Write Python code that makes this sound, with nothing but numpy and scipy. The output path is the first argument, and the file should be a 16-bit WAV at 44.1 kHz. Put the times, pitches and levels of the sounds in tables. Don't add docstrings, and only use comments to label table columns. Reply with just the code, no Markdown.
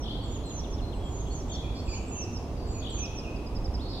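import sys
import numpy as np
from scipy import signal
from scipy.fft import rfft, irfft
from scipy.io import wavfile

SR = 44100
rng = np.random.default_rng(int(sys.argv[2]) if len(sys.argv) > 2 else 0)


def unload_audio(sound):
    columns = np.transpose(np.atleast_2d(sound))
    steps = np.round(np.clip(columns, -1, 1) * 32767)
    wavfile.write(sys.argv[1], SR, steps.astype(np.int16))


N = 176400


def amp(db):
    return 10 ** (np.asarray(db) / 20)


def unit(x):
    return x / np.sqrt(np.mean(x ** 2) + 1e-20)


def level_at(spectrum, hz):
    f, db = np.transpose(spectrum)
    return np.interp(np.log(hz + 1), np.log(f), db)


def add(mix, start, sound):
    at = round(start * SR)
    sound = sound[max(-at, 0):]
    part = mix[max(at, 0):][:len(sound)]
    part += sound[:len(part)]


def drift(size, rate_hz):
    f = np.fft.rfftfreq(SR, 1 / SR)
    spectrum = rfft(rng.standard_normal(SR)) / (1 + (f / rate_hz) ** 4)
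    return np.resize(unit(irfft(spectrum)), size)


def gate(t, attack_s, release_s):
    onset = np.sin(np.pi / 2 * np.clip(t / attack_s, 0, 1))
    decay = np.sin(np.pi / 2 * np.clip((t[-1] - t) / release_s, 0, 1))
    return onset * decay


def phase(hz, waver, rate_hz):
    return 2 * np.pi * np.cumsum(hz * (1 + waver * drift(len(hz), rate_hz))) / SR


def whistle(hz, waver=0.0038, flutter_db=1.5):
    return np.sqrt(2) * np.sin(phase(hz, waver, 155)) * amp(flutter_db * drift(len(hz), 76))


# (frequency [Hz], level [dB])
INCOHERENCE = [(30, -23), (125, -19), (350, -8), (700, -4), (1300, 9.5), (2000, 16.5), (8000, 26)]
# (frequency [Hz], left minus right [dB])
BALANCE = [(35, -2.5), (85, -3.5), (180, 0), (700, -0.9), (1500, 0.3), (8000, 0)]
def diffuse_noise(colour):
    f = np.fft.rfftfreq(N, 1 / SR)
    shared, independent = rfft(rng.standard_normal((2, N)))
    spread, balance_db = amp(level_at(INCOHERENCE, f)), level_at(BALANCE, f)
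    left = shared * amp(balance_db / 2)
    right = (shared + spread * independent) / np.hypot(1, spread) * amp(-balance_db / 2)
    return unit(irfft(np.array([left, right]) * colour, N))


# (frequency [Hz], relative level [dB])
TRAFFIC_SPECTRUM = [(20, -7), (33, -4), (45, 1.5), (62, 1.5), (78, -4), (95, -4.5), (140, -10.5),
                    (182, -13), (277, -11), (561, -20), (705, -21.5), (975, -24.5), (1630, -38.5),
                    (1900, -39)]
# (time [s], gain [dB])
BASS_SWELL = [(0, -1), (1.2, 1), (1.55, -2), (1.75, 3), (1.93, 3.5), (2.05, -2.5), (2.55, -2), (2.8, 2.5),
              (3.05, -2), (3.45, -2), (3.6, 4), (4, -1.5)]
def traffic(db=-33, bass_top_hz=76):
    f = np.fft.rfftfreq(N, 1 / SR)
    passband = f / np.hypot(f, 12) / (1 + (f / 2100) ** 8)
    rumble = diffuse_noise(amp(level_at(TRAFFIC_SPECTRUM, f)) * passband)
    bass = irfft(rfft(rumble) / (1 + (f / bass_top_hz) ** 6), N)
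    swell = amp(np.interp(np.arange(N) / SR, *np.transpose(BASS_SWELL)))
    return amp(db) * (rumble + bass * (swell - 1))


# (frequency [Hz], level [dB])
ENGINE_TONES = [(398, -61), (695, -63)]
def engine_hum():
    return sum(amp(db) * np.sqrt(2) * np.sin(phase(np.full(N, hz), waver=0.00501, rate_hz=5.08))
               for hz, db in ENGINE_TONES)


# (frequency [Hz], relative level [dB])
HISS_SPECTRUM = [(1000, -22), (1900, 2), (2600, 6.5), (3400, 3.5), (4500, 2.5), (6000, -1), (8000, -6),
                 (11000, -9.5), (15500, -15)]
def wood_hiss(db=-58):
    f = np.fft.rfftfreq(N, 1 / SR)
    return amp(db) * diffuse_noise(amp(level_at(HISS_SPECTRUM, f)))


# (time [s], duration [s], slide top [Hz], slide foot [Hz], flick [Hz], source level [dB])
TIT_SONG = [(-.01, 0.06, 6300, 5300, 0, -46), (0.231, 0.15, 7220, 6780, 752, -47.5),
            (0.454, 0.16, 7300, 5790, 750, -42), (0.702, 0.058, 6450, 5200, 2, -44.5),
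            (1.036, 0.15, 7330, 6670, 205, -47.5), (1.266, .16, 7200, 5770, 500, -48),
            (1.512, 0.056, 6500, 5400, 0, -45), (1.859, 0.13, 7230, 6710, 201, -43),
            (2.08, 0.17, 7220, 5700, 702, -38.5), (2.324, 0.059, 6300, 5140, 13, -41.5),
            (2.671, 0.14, 7200, 6750, 348, -45.5), (2.897, 0.17, 7200, 5650, 700, -38),
            (3.147, .062, 6300, 5110, 3, -41), (3.353, 0.024, 5450, 4840, -10, -48),
            (3.459, 0.024, 5330, 4850, -8, -45), (3.547, 0.032, 5500, 4900, -8, -43),
            (3.641, 0.027, 5650, 4820, 0, -40), (3.737, .026, 5750, 4800, 2, -38.5)]
def song_note(start, length, upper_hz, lower_hz, flick_hz, db):
    t = np.arange(0, length, 1 / SR)
    slide = upper_hz + (lower_hz - upper_hz) * t / length
    flick = flick_hz * np.exp(-t / .019)
    drop = 6100 * length * np.exp((t - length) / .01005)
    swell_db = -9 * np.maximum(1 - t / length / 0.69, 0)
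    return start, amp(db + swell_db) * gate(t, 0.0068, 0.013) * whistle(slide + flick - drop)


# (time [s], duration [s], source level [dB])
BUZZ_NOTES = [(.02, .16, -39.5), (1.478, .16, -41.5), (2.805, 0.14, -39)]
def buzz(start, length, db, rate_hz=45, low_hz=3270, span_hz=621, wobble_hz=118.6, dip_db=10):
    t = np.arange(0, length, 1 / SR)
    spike = np.sin(np.pi * rate_hz * t) ** 4
    hz = low_hz + span_hz * spike + wobble_hz * drift(len(t), 300)
    return start, amp(db - dip_db * spike) * gate(t, 0.047, 0.061) * whistle(hz)


# (time [s], duration [s], first pitch [Hz], settled pitch [Hz], source level [dB])
FAR_WHISTLES = [(0.037, 0.082, 4150, 4100, -53), (.07, 0.2, 4750, 4430, -56.5),
                (0.433, 0.076, 4130, 4080, -51.5), (0.592, .06, 3350, 3417, -55),
                (.72, 0.066, 3400, 3350, -61), (0.817, 0.077, 4150, 4110, -53),
                (0.933, .055, 8100, 7750, -64), (0.994, 0.11, 3380, 3250, -55.5),
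                (1.398, 0.24, 1990, 1975, -68), (1.74, 0.24, 7500, 7460, -64.5),
                (1.98, 0.26, 7600, 7520, -61), (2.565, 0.347, 4810, 4488, -57)]
# (time [s], duration [s], first pitch [Hz], settled pitch [Hz], source level [dB])
NEAR_PEEPS = [(1.304, 0.041, 4320, 4600, -50), (1.52, 0.048, 4420, 4380, -46.5)]
def thin_whistle(start, length, first_hz, settled_hz, db, settle_s=.04):
    t = np.arange(0, length, 1 / SR)
    hz = settled_hz + (first_hz - settled_hz) * np.exp(-t / settle_s)
    return start, amp(db) * gate(t, 0.0094, 0.014) * whistle(hz, waver=0.0058)


# (time [s], source level [dB])
CHIP_NOTES = [(0.34, -51.5), (.494, -52), (.634, -50), (.778, -51.5), (0.916, -51)]
def chip(start, db, length=.036, top_hz=4250, end_hz=2477):
    t = np.arange(0, length, 1 / SR)
    hz = top_hz * (end_hz / top_hz) ** (t / length)
    return start, amp(db) * gate(t, 0.016, 0.016) * whistle(hz)


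# (time [s], duration [s], source level [dB])
TIT_CALLS = [(1.160, 0.067, -46), (1.313, 0.055, -43), (1.478, .068, -44.5)]
def sharp_call(start, length, db, low_hz=4510, top_hz=7360, end_hz=6140, rise_s=.011, fall_s=.025):
    t = np.arange(0, length, 1 / SR)
    rise = np.sin(np.pi / 2 * np.minimum(t / rise_s, 1))
    fall_hz = end_hz + (top_hz - end_hz) * np.exp(-np.maximum(t - rise_s, 0) / fall_s)
    hz = low_hz + (fall_hz - low_hz) * rise
    return start, amp(db) * gate(t, 0.025, .012) * whistle(hz, waver=.012, flutter_db=2.0)


# (time [s], duration [s], first pitch [Hz], middle [Hz], last [Hz], source level [dB])
WARBLE_NOTES = [(1.173, 0.065, 3490, 3800, 2730, -59), (1.253, .04, 2490, 3350, 2720, -51),
                (1.62, 0.086, 2593, 2390, 2910, -53.5), (1.868, 0.039, 2954, 2470, 2500, -46),
                (1.912, .045, 2850, 2330, 3010, -45.5), (1.955, .035, 3080, 2950, 2550, -48),
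                (2.105, 0.027, 2880, 2623, 2590, -50), (2.15, 0.0682, 3140, 2650, 2610, -46),
                (2.74, 0.072, 2640, 2460, 2600, -54), (2.975, 0.039, 2746, 2450, 2850, -47),
                (3.018, 0.04, 2816, 2470, 3050, -42.5), (3.235, 0.0748, 3020, 2520, 2635, -44.5)]
def warble(start, length, first_hz, middle_hz, last_hz, db):
    t = np.arange(0, length, 1 / SR)
    from_middle = 2 * t / length - 1
    outer_hz = np.where(from_middle < 0, first_hz, last_hz)
    hz = middle_hz + (outer_hz - middle_hz) * from_middle ** 2
    return start, amp(db) * gate(t, 0.011, .012) * whistle(hz, waver=.022, flutter_db=2.0)


# (time [s], duration [s], fundamental [Hz], sag [Hz], source level [dB])
NASAL_NOTES = [(1.744, 0.073, 638.7, 10.2, -46), (1.875, .088, 617.4, 75, -43.5)]
# (frequency [Hz], relative gain [dB])
THROAT_RESPONSE = [(1500, -27), (3000, -16), (3900, -22), (4450, 2.5), (4800, 3), (5400, -10.5),
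                   (6000, -11), (6700, -23), (8000, -30), (12000, -38)]
def nasal_note(start, length, pitch_hz, sag_hz, db):
    t = np.arange(0, length, 1 / SR)
    scoop = 1 - .2 * np.exp(-t / 0.00913)
    hz = (pitch_hz - sag_hz * (t / length) ** 1.5) * scoop
    angle = phase(hz, waver=0.0034, rate_hz=200)
    partials = sum(amp(level_at(THROAT_RESPONSE, k * hz)) * np.sin(k * angle) for k in range(3, 20))
    return start, amp(db) * gate(t, 0.024, 0.013) * unit(partials)


# (time [s], pitch [Hz], source level [dB], frequency deviation [Hz])
FLOURISH_CONTOUR = [(3.778, 2620, -63, 0), (3.797, 3390, -49.5, 0), (3.808, 3700, -49.5, 0),
                    (3.819, 4400, -45, 0), (3.842, 4330, -48, 50), (3.875, 4310, -51, 600),
                    (3.9, 4820, -47, 502), (3.94, 4200, -44, 600), (4.0, 4040, -47.5, 603)]
def flourish(rasp_hz=120):
    times, pitch_hz, db, deviation_hz = np.transpose(FLOURISH_CONTOUR)
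    t = np.arange(times[0], times[-1], 1 / SR)
    shake = np.sin(phase(np.full(len(t), rasp_hz), waver=0.196, rate_hz=102))
    hz = np.interp(t, times, pitch_hz) + shake * np.interp(t, times, deviation_hz)
    return t[0], amp(np.interp(t, times, db)) * whistle(hz, waver=0.011)


def echoes(t60_s, build_s, taps_per_s=3000):
    t = np.arange(int(1.5 * SR)) / SR
    taps = rng.standard_normal((2, len(t))) * (rng.random((2, len(t))) < taps_per_s / SR)
    taps = taps * amp(-60 * t / t60_s) * (1 - np.exp(-t / build_s))
    return taps / np.linalg.norm(taps, axis=1, keepdims=True)


PERCH_PATHS = {"song": (-5.5, 0.08, -2.5, -10, -17), "call": (-0.5, .072, -5.5, -7, -15),
               "nasal": (-2.5, -.085, -4.5, -7, -20), "chip": (8, 2.5, -0.5, -9, -6),
               "buzz": (4.5, 1.4, -4, -7, -5), "whistle": (3.5, 0.35, -3.5, -3.5, -8),
               "peep": (0, 0.5, -4, -8, -11), "warble": (-2, -.09, -4.5, -7.5, -4),
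               "flourish": (-4, 0.33, -4, -4, -2)}
def perch(name, notes):
    pan_db, lead_ms, direct_db, scatter_db, tail_db = PERCH_PATHS[name]
    voice = np.zeros(N)
    for start, sound in notes:
        add(voice, start, sound)
    f = np.fft.rfftfreq(2 * N, 1 / SR)
    at_right_ear = irfft(rfft(voice, 2 * N) * np.exp(-2j * np.pi * f * lead_ms / 1000))[:N]
    sides = unit(amp([[pan_db / 2], [-pan_db / 2]]))
    direct = amp(direct_db) * sides * np.array([voice, at_right_ear])
    scatter = amp(scatter_db) * sides ** .5 * echoes(t60_s=0.38, build_s=0.007)
    tail = amp(tail_db) * echoes(t60_s=1.32, build_s=.04)
    return direct + signal.fftconvolve(voice[None], scatter + tail, axes=1)[:, :N]


def scene():
    birds = [("song", song_note, TIT_SONG), ("buzz", buzz, BUZZ_NOTES),
             ("whistle", thin_whistle, FAR_WHISTLES), ("chip", chip, CHIP_NOTES),
             ("call", sharp_call, TIT_CALLS), ("warble", warble, WARBLE_NOTES),
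             ("peep", thin_whistle, NEAR_PEEPS), ("nasal", nasal_note, NASAL_NOTES)]
    mix = traffic() + engine_hum() + wood_hiss()
    for name, voice, rows in birds:
        mix += perch(name, [voice(*row) for row in rows])
    return mix + perch("flourish", [flourish()])


def record(dry, cutoff_hz=15720):
    lowpass = signal.firwin(1023, cutoff_hz, window=("kaiser", 9), fs=SR)
    return signal.oaconvolve(dry, lowpass[None], "same")


dry = scene()
out = record(dry)
unload_audio(out)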